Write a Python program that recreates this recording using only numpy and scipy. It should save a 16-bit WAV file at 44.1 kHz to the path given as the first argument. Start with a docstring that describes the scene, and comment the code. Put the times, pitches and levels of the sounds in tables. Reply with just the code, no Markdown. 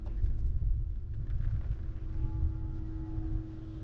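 """A chairlift seat glides up a snowy slope. From the start, wind buffets the microphone over the drone
of the rope-shaken chair and a soft rolling rush. Gear knocks lightly on the chair in the first half
second, and a rider's nylon jacket brushes and crinkles, busiest around 1.5 s. From 2 s the hum of the
haul rope running over the tower's rollers swells on one pitch as the tower nears.
In the last half second, close to the tower, the rope's hiss rises."""
import sys
import numpy as np
from scipy import signal
from scipy.fft import rfft, irfft, next_fast_len
from scipy.io import wavfile
from scipy.ndimage import uniform_filter1d

SR = 44100
rng = np.random.default_rng(int(sys.argv[2]) if len(sys.argv) > 2 else 0)


def waveform_to_disk(signal):
    """Save audio, clipped to [-1, 1], as 16-bit WAV at the path in sys.argv[1]."""
    frames = np.transpose(np.atleast_2d(signal))
    scaled = np.clip(frames, -1, 1) * 32767
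    samples = np.round(scaled).astype(np.int16)
    wavfile.write(sys.argv[1], SR, samples)


N = 168903
T = np.arange(N) / SR
FFT_SIZE = 2 * next_fast_len(N)
FFT_HZ = np.fft.rfftfreq(FFT_SIZE, 1 / SR)
UNSTEADY_HZ = 13  # how fast the tones flicker


def amp(db):
    """Decibels to gain."""
    return 10 ** (np.asarray(db) / 20)


def unit(x):
    """Scales to rms 1."""
    return x / np.sqrt(np.mean(abs(x) ** 2) + 1e-30)


def fader(points):
    """Gain ride through points (t/s, level/dB)."""
    return amp(np.interp(T, *np.transpose(points)))


def swells(rows):
    """Envelope of bell-shaped swells (t/s, half-length/s, level/dB)."""
    return sum(amp(db) * np.exp(-((T - s) / half_s) ** 2 / 2) for s, half_s, db in rows)


def bursts(rows, attack_s, decay_s):
    """Envelope of hits (t/s, level/dB): linear attack, exponential tail."""
    return sum(amp(db) * np.clip((T - s) / attack_s, 0, 1)
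               * np.exp(-np.maximum(T - s - attack_s, 0) / decay_s) for s, db in rows)


def colour(x, eq):
    """Shapes x with an EQ curve (f/Hz, level/dB), then scales to rms 1."""
    hz, db = np.transpose(eq)
    gain = amp(np.interp(np.log(FFT_HZ + 1), np.log(hz), db))
    return unit(irfft(rfft(x, FFT_SIZE) * gain)[:N])


def drift(rate_hz):
    """Smooth random modulation of rms 1, up to about the given rate."""
    white = rfft(rng.standard_normal(FFT_SIZE))
    return unit(irfft(white / (1 + (FFT_HZ / rate_hz) ** 4))[:N])


def noise(eq, grain_db=0, grain_hz=None):
    """Coloured noise of rms 1, optionally roughened by a random tremolo."""
    white = rng.standard_normal(N)
    return colour(white * amp(grain_db * drift(grain_hz)) if grain_db else white, eq)


def band(hz, width_hz):
    """Narrow noise around one frequency."""
    phase = 2 * np.pi * hz * T
    return unit(drift(width_hz / 2) * np.cos(phase) + drift(width_hz / 2) * np.sin(phase))


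def tone(clock, hz, unsteady):
    """A sine blended with narrow noise; unsteady is the noise's share of the power."""
    sine = np.sin(2 * np.pi * (hz * clock + rng.random()))
    return np.sqrt(2 * (1 - unsteady)) * sine + np.sqrt(unsteady) * band(hz, 2 * UNSTEADY_HZ)


def eddies(eq, evenness=0.9, span_s=0.035):
    """Turbulence of rms 1: noise compressed so that one eddy follows another without long gaps."""
    x = noise(eq)
    span = int(span_s * SR)
    power = uniform_filter1d(uniform_filter1d(x ** 2, size=span), size=span)
    return unit(x / (abs(power) + 1e-6) ** (evenness / 2))


# wind bed, deep rumble and quicker flutter: t/s, level/dB
RUMBLE_RIDE = [(0, -42), (.1, -33), (.8, -33.5), (1.1, -36.5), (1.5, -33), (1.9, -35.5), (2.3, -37),
               (2.7, -36.5), (3.1, -40), (3.3, -34.5), (3.43, -44.5), (3.83, -44.5)]
FLUTTER_RIDE = [(0, -55), (.08, -44.5), (.17, -47), (.4, -43.5), (.7, -42), (.95, -46.5), (1.15, -39.5),
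                (1.38, -40), (1.6, -42.5), (1.98, -45.5), (2.15, -43), (2.35, -36), (2.55, -39),
                (2.87, -44), (3.25, -41.5), (3.6, -46), (3.83, -42.5)]
# their tone: f/Hz, level/dB
RUMBLE_EQ = [(5, -20), (18, -1.5), (28, 1.5), (42, -0.5), (60, -1.5), (80, -8), (110, -30), (170, -33.5),
             (400, -62), (1500, -87.5)]
FLUTTER_EQ = [(40, -14), (75, -6.5), (108, 4.5), (130, -6.5), (150, -13), (175, -29.5), (260, -34),
              (600, -49.5), (2000, -91)]
# gusts on top of the bed: t/s, half-length/s, rumble level/dB, flutter level/dB
WIND_GUSTS = [(0.246, 0.023, -25, -39), (0.313, 0.018, -31, -41), (0.355, 0.008, -32.5, -46),
              (0.476, 0.023, -24.5, -41.5), (0.567, 0.0064, -26, -33), (0.627, 0.022, -36.5, -30),
              (0.692, 0.025, -24, -41), (0.792, 0.025, -37, -37), (1.197, 0.031, -43, -40.5),
              (1.36, 0.02, -28, -56), (1.405, 0.0034, -27, -30.5), (1.468, 0.014, -32, -30),
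              (1.545, 0.013, -36, -29), (1.707, 0.014, -31.5, -34.5), (2.182, 0.0094, -28, -39),
              (2.251, 0.019, -27, -34.5), (2.441, 0.027, -26.5, -38.5), (3.182, 0.0074, -35, -34),
              (3.351, 0.046, -33.5, -37.5)]
# brief dips between eddies, and one small lift: t/s, half-length/s, level/dB
WIND_LULLS = [(0.137, 0.0082, -5.5), (0.424, 0.0063, 2.5), (0.602, 0.0072, -14), (1.065, 0.041, -3.5),
              (1.26, 0.0081, -10), (1.387, 0.011, -7), (1.644, 0.0084, -6.5), (1.784, 0.043, -2.5),
              (2.0, 0.009, -16), (2.58, 0.02, -2.5), (2.857, 0.0083, -1), (3.45, 0.02, -2)]


def wind():
    """Eddies hit the microphone as rumble and flutter, pushed by gusts and ducked by lulls."""
    rumble_gusts = swells((s, half_s, db) for s, half_s, db, _ in WIND_GUSTS)
    flutter_gusts = swells((s, half_s, db) for s, half_s, _, db in WIND_GUSTS)
    rumble = np.hypot(fader(RUMBLE_RIDE), rumble_gusts) * eddies(RUMBLE_EQ)
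    flutter = np.hypot(fader(FLUTTER_RIDE), flutter_gusts) * eddies(FLUTTER_EQ)
    duck_db = sum(db * np.exp(-((T - s) / half_s) ** 2 / 2) for s, half_s, db in WIND_LULLS)
    return amp(duck_db) * (rumble + flutter)


# roller hum (3rd harmonic of the strand rate) and whine (8th): t/s, level/dB
HUM_RIDE = [(0, -58.5), (.3, -58.5), (.6, -69), (1.2, -64.5), (1.8, -64.5), (2.05, -56), (2.27, -48),
            (2.52, -51), (2.72, -49.5), (3.0, -46), (3.25, -44), (3.5, -47.5), (3.83, -50)]
WHINE_RIDE = [(0, -101), (1.95, -89.5), (2.2, -66.5), (2.32, -60), (2.46, -71), (2.65, -65.5),
              (2.85, -74.5), (3.1, -63), (3.3, -75.5), (3.45, -76), (3.83, -81)]
# faint overtones, each swelling once: harmonic, level/dB, peak t/s, half-length/s, unsteadiness/0-1
OVERTONES = [(5, -75, 2, 0.27, 1), (9, -78, 2.9, 0.26, 0), (11, -70.5, 2.28, 0.25, 0.4),
             (12, -77, 3.1, 1, 0), (13, -77.5, 2.8, 0.95, 0.8), (18, -82, 3.0, 0.66, 0.99),
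             (19, -87.5, 2.6, 0.77, 1)]
# pitches of the singing rollers: f/Hz
SING_PITCHES = (731.6, 1052)
# one swell for each pitch: level/dB, peak t/s, half-length/s, unsteadiness/0-1
SING_SWELLS = [(-65.5, 3.22, 0.18, 0.1), (-73, 1.9, 0.063, 0.7)]
STRAND_HZ = 106.56
WOW_DEPTH, WOW_HZ = 0.00067, 8.7  # depth as a fraction of the pitch


def rollers():
    """Rope strands run over the rollers: hum, whine and overtones, while two rollers briefly sing."""
    clock = T + WOW_DEPTH * np.cumsum(drift(WOW_HZ)) / SR
    voices = []
    for harmonic, ride, flicker_db in ((3, HUM_RIDE, 0.25), (8, WHINE_RIDE, 0.61)):
        sine = np.sqrt(2) * np.sin(2 * np.pi * harmonic * STRAND_HZ * clock)
        voices.append(fader(ride) * sine * amp(flicker_db * drift(UNSTEADY_HZ)))
    overtones = [(harmonic * STRAND_HZ, swell) for harmonic, *swell in OVERTONES]
    singing = list(zip(SING_PITCHES, SING_SWELLS))
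    for hz, (db, peak_s, half_s, unsteady) in overtones + singing:
        envelope = amp(db) / (1 + ((T - peak_s) / half_s) ** 2)
        voices.append(envelope * tone(clock, hz, unsteady))
    return sum(voices)


# resonances of the chair frame: f/Hz, width/Hz, level/dB relative to the ride
FRAME_MODES = [(181, 12, -12.5), (217.5, 36, -8.5), (321, 6, -14), (338, 42, -11), (367.6, 23, -10),
               (420.4, 37, -17), (510, 95, -16.5), (743, 34, -23), (1043, 48, -25), (1367, 16, -28)]
# the frame's drone: t/s, level/dB
DRONE_RIDE = [(0, -55.5), (.35, -56), (.7, -63), (1.2, -60.5), (1.8, -58.5), (2.3, -56), (2.8, -58.5),
              (3.2, -55), (3.55, -56), (3.83, -56.5)]


def chair_frame():
    """Shaken by the rope, the frame hums low and drones in its resonances."""
    hum = amp(-3) * tone(T, hz=217, unsteady=0.27)
    resonances = sum(amp(db) * band(hz, width_hz) for hz, width_hz, db in FRAME_MODES)
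    return fader(DRONE_RIDE) * (hum + resonances)


# rolling rush and airy hiss: t/s, level/dB
RUSH_RIDE = [(0, -59), (.2, -63), (.55, -66.5), (1.08, -69.5), (1.35, -58), (1.7, -61.5), (2.3, -59),
             (2.8, -61.5), (3.25, -56), (3.5, -59), (3.83, -59)]
AIR_RIDE = [(0, -78), (.4, -76.5), (.55, -80.5), (1.1, -79.5), (1.25, -77), (1.4, -74), (1.8, -76),
            (2.5, -75.5), (3.3, -74), (3.7, -74), (3.83, -73)]
# their tone: f/Hz, level/dB
RUSH_EQ = [(100, 0), (200, 8), (330, 7.5), (470, -4.5), (660, -2), (820, -10), (950, -11.5), (1150, -8),
           (1350, -10.5), (1650, -9.5), (2100, -29.5), (3000, -26), (6000, -56)]
AIR_EQ = [(500, -6), (1800, 4.5), (2600, 1), (3400, 0), (4200, -2), (5500, -4), (7000, -10), (8300, -29.5),
          (9500, -25.5)]


def rolling_bed():
    """The soft, dark rush of the rolling lift, with thin air on top."""
    rush = fader(RUSH_RIDE) * noise(RUSH_EQ, grain_db=1.27, grain_hz=23.4)
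    air = fader(AIR_RIDE) * noise(AIR_EQ, grain_db=1.27, grain_hz=10)
    return rush + air


# crackle of the jacket: t/s, level/dB
CRACKLE_RIDE = [(0, -84.5), (.3, -73), (.5, -90), (1.1, -91), (1.3, -78.5), (1.5, -70.5), (1.65, -71.5),
                (1.85, -77.5), (2.2, -73), (2.45, -105)]
# its tone: f/Hz, level/dB
CRACKLE_EQ = [(400, -8.5), (1000, 2), (1550, 9), (2100, 1.5), (3500, -9), (5500, -14), (7500, -21),
              (10000, -46.5)]


def jacket_crackle(grains_per_s=120, spread_db=1.5, decay_s=0.00175):
    """Moving cloth sheds a random scatter of tiny noise grains."""
    triggers = rng.random(N) < grains_per_s / SR
    clicks = triggers * amp(spread_db * np.minimum(rng.exponential(1, N), 2))
    envelope = signal.lfilter([1], [1, -np.exp(-1 / (decay_s * SR))], clicks)
    return fader(CRACKLE_RIDE) * colour(envelope * rng.standard_normal(N), CRACKLE_EQ)


# light strokes on nylon: peak t/s, level/dB, rise and fall/s
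BRUSH_CUES = [(0.061, -72.5, 0.0062), (0.245, -62.5, 0.0047), (0.27, -73, 0.01), (.357, -77.5, 0.0068),
              (0.39, -69.5, 0.0063), (.404, -72.5, .008), (.4655, -72.5, 0.01)]
# their bright tone: f/Hz, level/dB
BRUSH_EQ = [(600, 0), (1800, 3.5), (3000, 0), (4500, 6), (6000, 4.5), (7000, -1), (8200, -1.5),
            (10000, -27)]


def jacket_brushes():
    """Glancing touches of nylon give short, gritty flicks."""
    strokes = sum(amp(db) * np.exp(-abs(T - s) / fade_s) for s, db, fade_s in BRUSH_CUES)
    return strokes * noise(BRUSH_EQ, grain_db=4, grain_hz=500)


# gear hitting the chair: t/s, level/dB
KNOCK_CUES = [(.0615, -49.5), (.0735, -56.5), (.3835, -63)]
# tone of the tick: f/Hz, level/dB
TICK_EQ = [(150, 5), (500, 16), (800, 9.5), (1100, 3), (2000, -3.5), (3500, -7), (5500, -11), (7000, -29.5),
           (11000, -23)]
# the gear's ring: f/Hz, level/dB relative to the tick, decay/s
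GEAR_MODES = [(490, 2, 0.0044), (613, 6, 0.0063), (723, 0, .006), (823, -3, 0.0036), (1085, -8, 0.0043)]


def gear_knocks(attack_s=0.0019):
    """Gear taps the chair: a noisy tick and a short hollow ring."""
    tick = bursts(KNOCK_CUES, attack_s, decay_s=0.0069) * noise(TICK_EQ, grain_db=-2, grain_hz=404)
    ring = sum(bursts([(s, db + mode_db)], attack_s, decay_s) * np.sin(2 * np.pi * hz * (T - s))
               for s, db in KNOCK_CUES for hz, mode_db, decay_s in GEAR_MODES)
    return tick + ring


# nylon slides: t/s, half-length/s, f/Hz, width/Hz, level/dB
SWISH_CUES = [(0.107, 0.046, 2590, 890, -76), (0.192, 0.014, 1813, 306, -70),
              (0.305, 0.037, 1685, 250, -81.5), (1.982, 0.013, 1750, 1000, -67),
              (2.012, 0.042, 2700, 1110, -77), (2.22, 0.038, 2590, 1100, -74.5)]


def jacket_swishes():
    """Nylon slides on nylon, each pass a swell of loosely pitched noise."""
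    return sum(swells([(s, half_s, db)]) * band(hz, width_hz) for s, half_s, hz, width_hz, db in SWISH_CUES)


# sleeve moves: t/s, half-length/s, level/dB
RUB_CUES = [(0.11, 0.023, -67), (1.49, 0.016, -64), (1.614, 0.0025, -55.5), (1.645, 0.012, -60),
            (1.8, 0.2, -72.5)]
# their dull tone: f/Hz, level/dB
RUB_EQ = [(250, -4), (550, 9), (1000, 4.5), (1700, 2.5), (2400, -8), (4000, -16), (7000, -42), (10000, -52)]


def sleeve_rubs():
    """A rubbing sleeve makes rough midrange scuffs."""
    return swells(RUB_CUES) * noise(RUB_EQ, grain_db=-2, grain_hz=69)


# creases giving way: t/s, body level/dB, snap level/dB
CREASE_CUES = [(.189, -68, -79), (0.259, -64, -63), (0.9577, -69, -71.5), (1.137, -63, -68),
               (1.144, -67, -66.5), (1.269, -63, -67), (1.3, -56, -59.5), (1.308, -63, -65),
               (1.409, -61, -68), (1.424, -60, -70), (1.445, -53, -66), (1.4536, -69.5, -65),
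               (1.542, -62, -74), (1.56, -58, -72.5), (1.611, -62.5, -72.5), (1.7155, -61, -62),
               (1.7895, -65, -65), (1.831, -64, -67), (1.965, -65.5, -68), (2.1685, -67, -76)]
# tone of body and snap: f/Hz, level/dB
BODY_EQ = [(400, -5.5), (1100, -7), (1400, 6.5), (1600, 12), (1850, 2.5), (2200, -8), (3800, -19.5),
           (7500, -33.5), (10000, -48)]
SNAP_EQ = [(600, -7.5), (1800, -0.5), (2400, 2.5), (3000, -2), (3500, 0.5), (4500, -11), (6500, -15.5),
           (8500, -24), (10000, -40.5)]


def jacket_creases(attack_s=0.001):
    """Stiff cloth buckles: each crease is a bright snap and a papery body."""
    body = bursts([(s, db) for s, db, _ in CREASE_CUES], attack_s, decay_s=0.008)
    snap = bursts([(s, db) for s, _, db in CREASE_CUES], attack_s, decay_s=0.0035)
    return body * noise(BODY_EQ) + snap * noise(SNAP_EQ)


# rope hiss building near the tower: t/s, level/dB
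ROPE_RIDE = [(0, -100), (2.6, -84.5), (3.3, -83), (3.65, -68.5), (3.83, -67.5)]
# its tone: f/Hz, level/dB
ROPE_EQ = [(350, -10), (580, 16.5), (850, -14), (2300, -11.5), (3300, -0.5), (4300, -9), (6000, -16.5),
           (8500, -26.5), (10000, -30.5)]


def rope_hiss():
    """The running rope's smooth hiss fades up close to the tower."""
    return fader(ROPE_RIDE) * noise(ROPE_EQ)


def scene():
    """Mono mix of wind, lift and rider at one microphone."""
    beds = wind() + rollers() + chair_frame() + rolling_bed()
    foley = jacket_crackle() + jacket_brushes() + gear_knocks()
    foley += jacket_swishes() + sleeve_rubs() + jacket_creases()
    return (beds + foley + rope_hiss())[None]


def record(dry, cutoff_hz=9000):
    """A steep low-pass takes the top off the mix."""
    lowpass = signal.firwin(255, cutoff_hz, window=("kaiser", 8), fs=SR)
    return signal.oaconvolve(dry, lowpass[None], "same")


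dry = scene()
out = record(dry)
waveform_to_disk(out)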